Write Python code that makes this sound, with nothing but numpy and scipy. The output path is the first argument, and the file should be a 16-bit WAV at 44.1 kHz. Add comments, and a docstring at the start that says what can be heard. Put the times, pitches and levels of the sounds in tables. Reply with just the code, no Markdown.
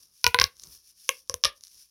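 """A corrugated plastic toy tube is worked in the hands, close up, in a small carpeted room.
Rib after rib snaps over: the thin wall cracks and the air column inside rings, higher as the tube
gets shorter. The creased plastic crinkles after each pop. Between pops the ribs tick; the hands
rub softly along the plastic and take up the jolts with dull thumps."""
import sys
import numpy as np
from scipy import signal
from scipy.fft import rfft, irfft
from scipy.io import wavfile
from scipy.ndimage import uniform_filter1d

SR = 44100
rng = np.random.default_rng(int(sys.argv[2]) if len(sys.argv) > 2 else 0)


def put_to_file(sound):
    """Save the sound as 16-bit audio at rate SR, in the file named by the first command-line argument."""
    columns = np.atleast_2d(sound).T  # one column per channel
    safe = np.clip(columns, -1, 1)
    whole_steps = np.round(safe * 32767)
    wavfile.write(sys.argv[1], SR, whole_steps.astype(np.int16))


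N = 83790


def from_db(db):
    """Decibels to gain."""
    return 10 ** (np.asarray(db) / 20)


def at_hz(points, hz):
    """Interpolate a table on a log-frequency axis."""
    table_hz, values = np.transpose(points)
    return np.interp(np.log(np.maximum(hz, 1)), np.log(table_hz), values)


def in_time(rows):
    """Interpolate a time curve at every sample."""
    return np.interp(np.arange(N) / SR, *np.transpose(rows))


def coloured(x, points, share=1):
    """Zero-phase EQ; share scales the dB curve."""
    n = x.shape[-1]
    gain = from_db(share * at_hz(points, np.fft.rfftfreq(2 * n, 1 / SR)))
    return irfft(rfft(x, 2 * n) * gain, 2 * n)[..., :n]


def high_pass(x, hz):
    """Second-order bass cut."""
    return signal.sosfilt(signal.butter(2, hz, "high", fs=SR, output="sos"), x)


def stereo_noise(size, side_db):
    """White noise, nearly the same in both channels."""
    mid, side = rng.standard_normal((2, size))
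    return mid + from_db(side_db) * side * np.array([[1], [-1]])


def grain(rate_hz, spread_db):
    """Fast random gain flicker."""
    flicker = uniform_filter1d(rng.standard_normal(N), int(SR / rate_hz))
    return from_db(spread_db * flicker / flicker.std())


def add(out, start_s, sound):
    """Mix a sound into a track."""
    i = int(start_s * SR)
    out[i:i + len(sound)] += sound[:N - i]


def burst(hz, peak_s):
    """Heavily damped resonance; the envelope reaches 1 at peak_s."""
    t = np.arange(SR // 5) / SR
    return -t / peak_s * np.exp(1 - t / peak_s) * np.sin(2 * np.pi * hz * t)


# Rub envelope: time_s, level_db
RUB_LEVEL = [(0, -59), (0.03, -55), (0.09, -68.5), (0.14, -63.5), (0.19, -58), (0.24, -58.5), (0.55, -66.5),
             (0.62, -54), (0.69, -57), (0.73, -49), (0.77, -53), (0.81, -64), (0.9, -55), (0.94, -68),
             (1.0, -55), (1.07, -51.5), (1.19, -54), (1.25, -70), (1.32, -66.5), (1.4, -68.5),
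             (1.55, -66.5), (1.575, -59), (1.6, -71), (1.64, -56), (1.7, -59.5), (1.75, -56), (1.82, -53),
             (1.88, -66)]
# Rub spectrum: freq_hz, gain_db
RUB_SPECTRUM = [(880, -47), (1500, -19), (1780, -16.5), (1980, -23), (2340, -14.5), (2590, -14), (4040, -9),
                (5600, 4), (6960, -9), (7920, -17), (9650, -1.5), (15100, -13.5), (16000, -17.5)]
# Rustle envelope: time_s, level_db
RUSTLE_LEVEL = [(0, -71), (0.2, -82.5), (0.5, -75.5), (0.6, -73), (0.66, -59.5), (0.75, -67), (0.81, -79),
                (1.05, -79), (1.55, -76), (1.7, -82), (1.75, -71.5), (1.9, -85)]
# Rustle spectrum: freq_hz, gain_db
RUSTLE_SPECTRUM = [(20, -9.5), (50, 5.5), (100, -6), (200, -10.5), (400, -14), (800, -23.5), (1100, -13),
                   (1600, -27), (3000, -35), (16000, -55.5)]


def hands(side_db=-29):
    """Skin slides on plastic with a grainy hiss, over a dull handling rustle."""
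    friction = grain(rate_hz=350, spread_db=2) * stereo_noise(N, side_db)
    rub = coloured(friction, RUB_SPECTRUM)
    rustle = coloured(stereo_noise(N, side_db), RUSTLE_SPECTRUM)
    rub *= from_db(in_time(RUB_LEVEL)) / rub.std()
    rustle *= from_db(in_time(RUSTLE_LEVEL)) / rustle.std()
    return rub + rustle


def round_trips(crack, pitch_hz, feedback):
    """A crack returns from the tube's ends once per period of the air column."""
    delay = round(SR / pitch_hz)
    loop = np.r_[1, np.zeros(delay - 1), -feedback]
    return signal.lfilter([1], loop, crack + 1e-18)  # offset avoids denormals


# Air column modes: pitch_ratio, level_db, t60_s
AIR_COLUMN_MODES = [(0.96, -10, 0.12), (2.005, 0.5, 0.076), (2.985, -2, 0.049), (3.99, -17, 0.029),
                    (4.96, -14.5, 0.035), (5.85, -19, 0.025), (8.5, -21, 0.02)]


def air_column(pitch_hz, tilt_db_per_oct, t60_scale, next_pop_s, attack_s=0.00006, choke_s=0.004):
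    """A suction pulse runs up and down the open tube, losing overtones first, until the next pop."""
    t = np.arange(SR // 5) / SR
    ring = np.zeros(len(t))
    for ratio, level_db, t60_s in AIR_COLUMN_MODES:
        envelope_db = level_db + tilt_db_per_oct * np.log2(ratio / 2) - 60 * t / (t60_s * t60_scale)
        ring += from_db(envelope_db) * np.cos(2 * np.pi * ratio * pitch_hz * t)
    choke = np.exp(-np.maximum(t - next_pop_s, 0) / choke_s)
    pole = np.exp(-1 / (attack_s * SR))
    return signal.lfilter([pole - 1], [1, -pole], ring * choke)


# Ribs snapping over: start_s, pitch_hz, air_db, tilt_db_per_oct, t60_scale, flex_db, flex_hz,
# knock_db, knock_hz, snap_db, snap_hz, sizzle_db, edge_db, send_db
RIB_POPS = [ (0.2428, 490.6, -21.5, 7, 1.0, -11, 2460, -5.5, 4360, -5, 5670, -11, -29.5, -24),
            (0.2656, 489, -15.5, 2, 1.0, -2, 2540, -6, 4340, -4, 5560, -15.5, -14.5, -24.5),
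            (0.3450, 500.3, -13, 1.5, 0.92, -10.5, 2080, -7, 3900, -26.5, 6050, -15.5, -21.5, -23),
            (0.3885, 518, -19, -1.5, 0.52, -6, 2020, -9, 4170, -15.5, 5450, -24, -36, -22),
            (0.399, 548, -25, 4.5, 0.27, -19, 2340, -11.5, 3660, -4.5, 5250, -20, -21, -27),
            (0.4136, 525.6, -25, -2.5, 1, -6.5, 1944, -13, 3600, -8.5, 5000, -31, -35, -19.5),
            (0.4162, 536.5, -14, 2.5, 0.42, -16.5, 2607, -10, 3800, -4.5, 5380, -23, -18, -21.5),
            (0.4407, 553.8, -28.5, 8, 0.9, -18.5, 2450, -6.5, 4100, -4, 5490, -26.5, -27.5, -23),
            (1.0915, 540, -19.5, -3.5, 0.48, -9.5, 2360, -9, 3145, -8, 6160, -10.5, -19.5, -21.5),
            (1.2967, 538.3, -30.5, -9.5, 0.43, -56, 1690, -32.5, 3060, -11.5, 5660, -20, -44.5, -18),
            (1.3416, 520, -30.5, -11.5, 0.3, -49, 1500, -25, 3430, -14.5, 6000, -18.5, -29, -25),
            (1.4385, 558.5, -24, 4.5, 0.44, -26, 2470, -9, 3570, -4.5, 5490, -24, -35, -8.5),
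            (1.448, 589, -32.5, -9, 0.7, -24.5, 2440, -9.5, 3390, -9, 5500, -13.5, -39, -14.5),
            (1.4530, 603.3, -21, 2, 0.62, -52, 2440, -11.5, 3700, -6, 5350, -16.5, -33, -18), ]


def pops():
    """Each rib cracks the wall and rings the air column; returns direct sound and room send."""
    direct, send = np.zeros((2, N))
    next_starts_s = [row[0] for row in RIB_POPS[1:]] + [N / SR]
    for row, next_s in zip(RIB_POPS, next_starts_s):
        (start_s, pitch_hz, air_db, tilt_db_per_oct, t60_scale, flex_db, flex_hz,
         knock_db, knock_hz, snap_db, snap_hz, sizzle_db, edge_db, send_db) = row
        flex = from_db(flex_db) * burst(flex_hz, peak_s=0.00027)
        knock = from_db(knock_db) * burst(knock_hz, peak_s=0.00026)
        snap = from_db(snap_db) * burst(snap_hz, peak_s=0.00029)
        sizzle = from_db(sizzle_db) * burst(hz=10000, peak_s=0.00014)
        edge = from_db(edge_db) * burst(hz=13300, peak_s=0.00009)
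        wall = (snap + round_trips(flex, pitch_hz, feedback=0.45)
                - round_trips(knock, pitch_hz, feedback=0.15)
                + round_trips(sizzle - edge, pitch_hz, feedback=0.29))
        air = from_db(air_db) * air_column(pitch_hz, tilt_db_per_oct, t60_scale, next_s - start_s)
        pop = high_pass(wall, hz=800) + air
        add(direct, start_s, pop)
        add(send, start_s, from_db(send_db) * pop)
    return direct, send


# Grip scratch envelope: time_s, level_db
SCRATCH_LEVEL = [(0.6, -82.5), (0.655, -57), (0.76, -53), (0.8, -84.5)]
# Crinkle and scratch spectrum: freq_hz, gain_db
CRINKLE_SPECTRUM = [(1000, -29.5), (4000, -13), (6000, -8.5), (7600, -13), (9800, 0), (12500, -2.5),
                    (15000, -2), (16500, -13)]


def crinkle(re_edge_db=-18, t60_s=0.13):
    """Creased plastic crinkles after each pop's sharp edge and scratches as the grip shifts."""
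    envelope = from_db(in_time(SCRATCH_LEVEL))
    t = np.arange(SR // 5) / SR
    for start_s, *_, edge_db, _ in RIB_POPS:
        add(envelope, start_s, from_db(edge_db + re_edge_db - 60 * t / t60_s))
    crackle = grain(rate_hz=1100, spread_db=4) * rng.standard_normal(N)
    return coloured(envelope * crackle, CRINKLE_SPECTRUM)


# Jolts taken up by the hands: start_s, level_db, pitch_hz
HAND_THUMPS = [(0.246, -40.5, 95), (0.271, -29.5, 76), (0.346, -40, 95), (0.392, -31.5, 90),
               (0.418, -31, 72), (0.442, -35.5, 80), (0.67, -59.5, 150), (0.722, -57.5, 65),
               (1.091, -62.5, 110), (1.297, -45.5, 95), (1.338, -41.5, 80), (1.445, -42, 110),
               (1.463, -40, 60)]


def thumps():
    """Soft, low recoil of the tube in the hands."""
    out = np.zeros(N)
    for start_s, level_db, pitch_hz in HAND_THUMPS:
        add(out, start_s, from_db(level_db) * burst(pitch_hz, peak_s=0.006))
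    return out


# Rib slips: start_s, level_db
RIB_TICKS = [(0.2766, -16.5), (0.5680, -40.5), (0.5974, -29), (0.6204, -38), (0.6287, -43), (0.6354, -30.5),
             (0.638, -28), (0.646, -40), (0.6554, -44), (0.6712, -37), (1.2755, -47), (1.6095, -36),
             (1.6374, -26.5), (1.65, -35.5), (1.6702, -35), (1.6812, -37.5), (1.745, -41.5)]
# Tick resonances: freq_hz, gain_db, peak_s
RIB_MODES = [(1095, -44.5, 0.001), (1960, -24.5, 0.00021), (3880, -12.5, 0.00024), (5725, -2, 0.00021),
             (10000, -12, 0.00012), (12760, -16.5, 0.00008)]


def ticks(spread_db=1.0, detune=0.053):
    """Ribs slip without snapping over, each with its own colour."""
    out = np.zeros(N)
    for start_s, level_db in RIB_TICKS:
        for k, (freq_hz, gain_db, peak_s) in enumerate(RIB_MODES):
            gain = from_db(level_db + gain_db + spread_db * rng.normal())
            detuned_hz = freq_hz * (1 + detune * rng.normal())
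            add(out, start_s, (-1) ** k * gain * burst(detuned_hz, peak_s))
    return out


# Room decay: freq_hz, t60_s
ROOM_DECAY = [(100, 0.089), (500, 0.19), (1200, 0.18), (2500, 0.15), (5500, 0.087), (12000, 0.1)]
# Reflection spectrum: freq_hz, gain_db
ROOM_SPECTRUM = [(100, -3.5), (500, 7), (1000, -1), (2500, 5), (5500, 3), (8000, 2.5), (11000, 9.5),
                 (16000, 4)]


def room(send, predelay_s=0.004, build_s=0.009):
    """Dense reflections build quickly and last longest in the midrange."""
    n = SR // 2
    t, hz = np.arange(n) / SR, np.fft.rfftfreq(n, 1 / SR)
    spectrum = rfft(stereo_noise(n, side_db=-27.5))
    centres_hz, t60s_s = np.transpose(ROOM_DECAY)
    tail = np.zeros((2, n))
    for weights, t60_s in zip(np.eye(len(centres_hz)), t60s_s):
        band = irfft(spectrum * at_hz(np.c_[centres_hz, weights], hz), n)
        tail += band * from_db(-60 * t / t60_s)
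    tail *= np.clip((t - predelay_s) / build_s, 0, 1)
    tail /= np.sqrt(np.sum(tail[0] ** 2))
    return signal.fftconvolve(send[None], coloured(tail, ROOM_SPECTRUM), axes=1)[:, :N]


# Stereo balance: freq_hz, left_minus_right_db
BALANCE = [(100, 1), (1000, 0.6), (3000, 1.2), (6000, 1.06), (9500, 5), (14000, -3)]


def scene(tick_send_db=-18.5, thump_send_db=-7):
    """Tube, hands and room, a little left of centre."""
    popping, pop_send = pops()
    ticking, thumping = ticks(), thumps()
    reverb = room(pop_send + from_db(tick_send_db) * ticking + from_db(thump_send_db) * thumping)
    left, right = popping + ticking + thumping + reverb + crinkle() + hands()
    return np.array([coloured(left, BALANCE, share=0.5), coloured(right, BALANCE, share=-0.5)])


def record(dry, stopband_hz=17200):
    """Microphone: deep bass cut, clipping at full scale, steep top cut."""
    clipped = np.clip(high_pass(dry, hz=42.6), -1, 1)
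    low_pass = signal.cheby2(16, 70, stopband_hz, fs=SR, output="sos")
    return signal.sosfilt(low_pass, clipped)


dry = scene()
out = record(dry)
put_to_file(out)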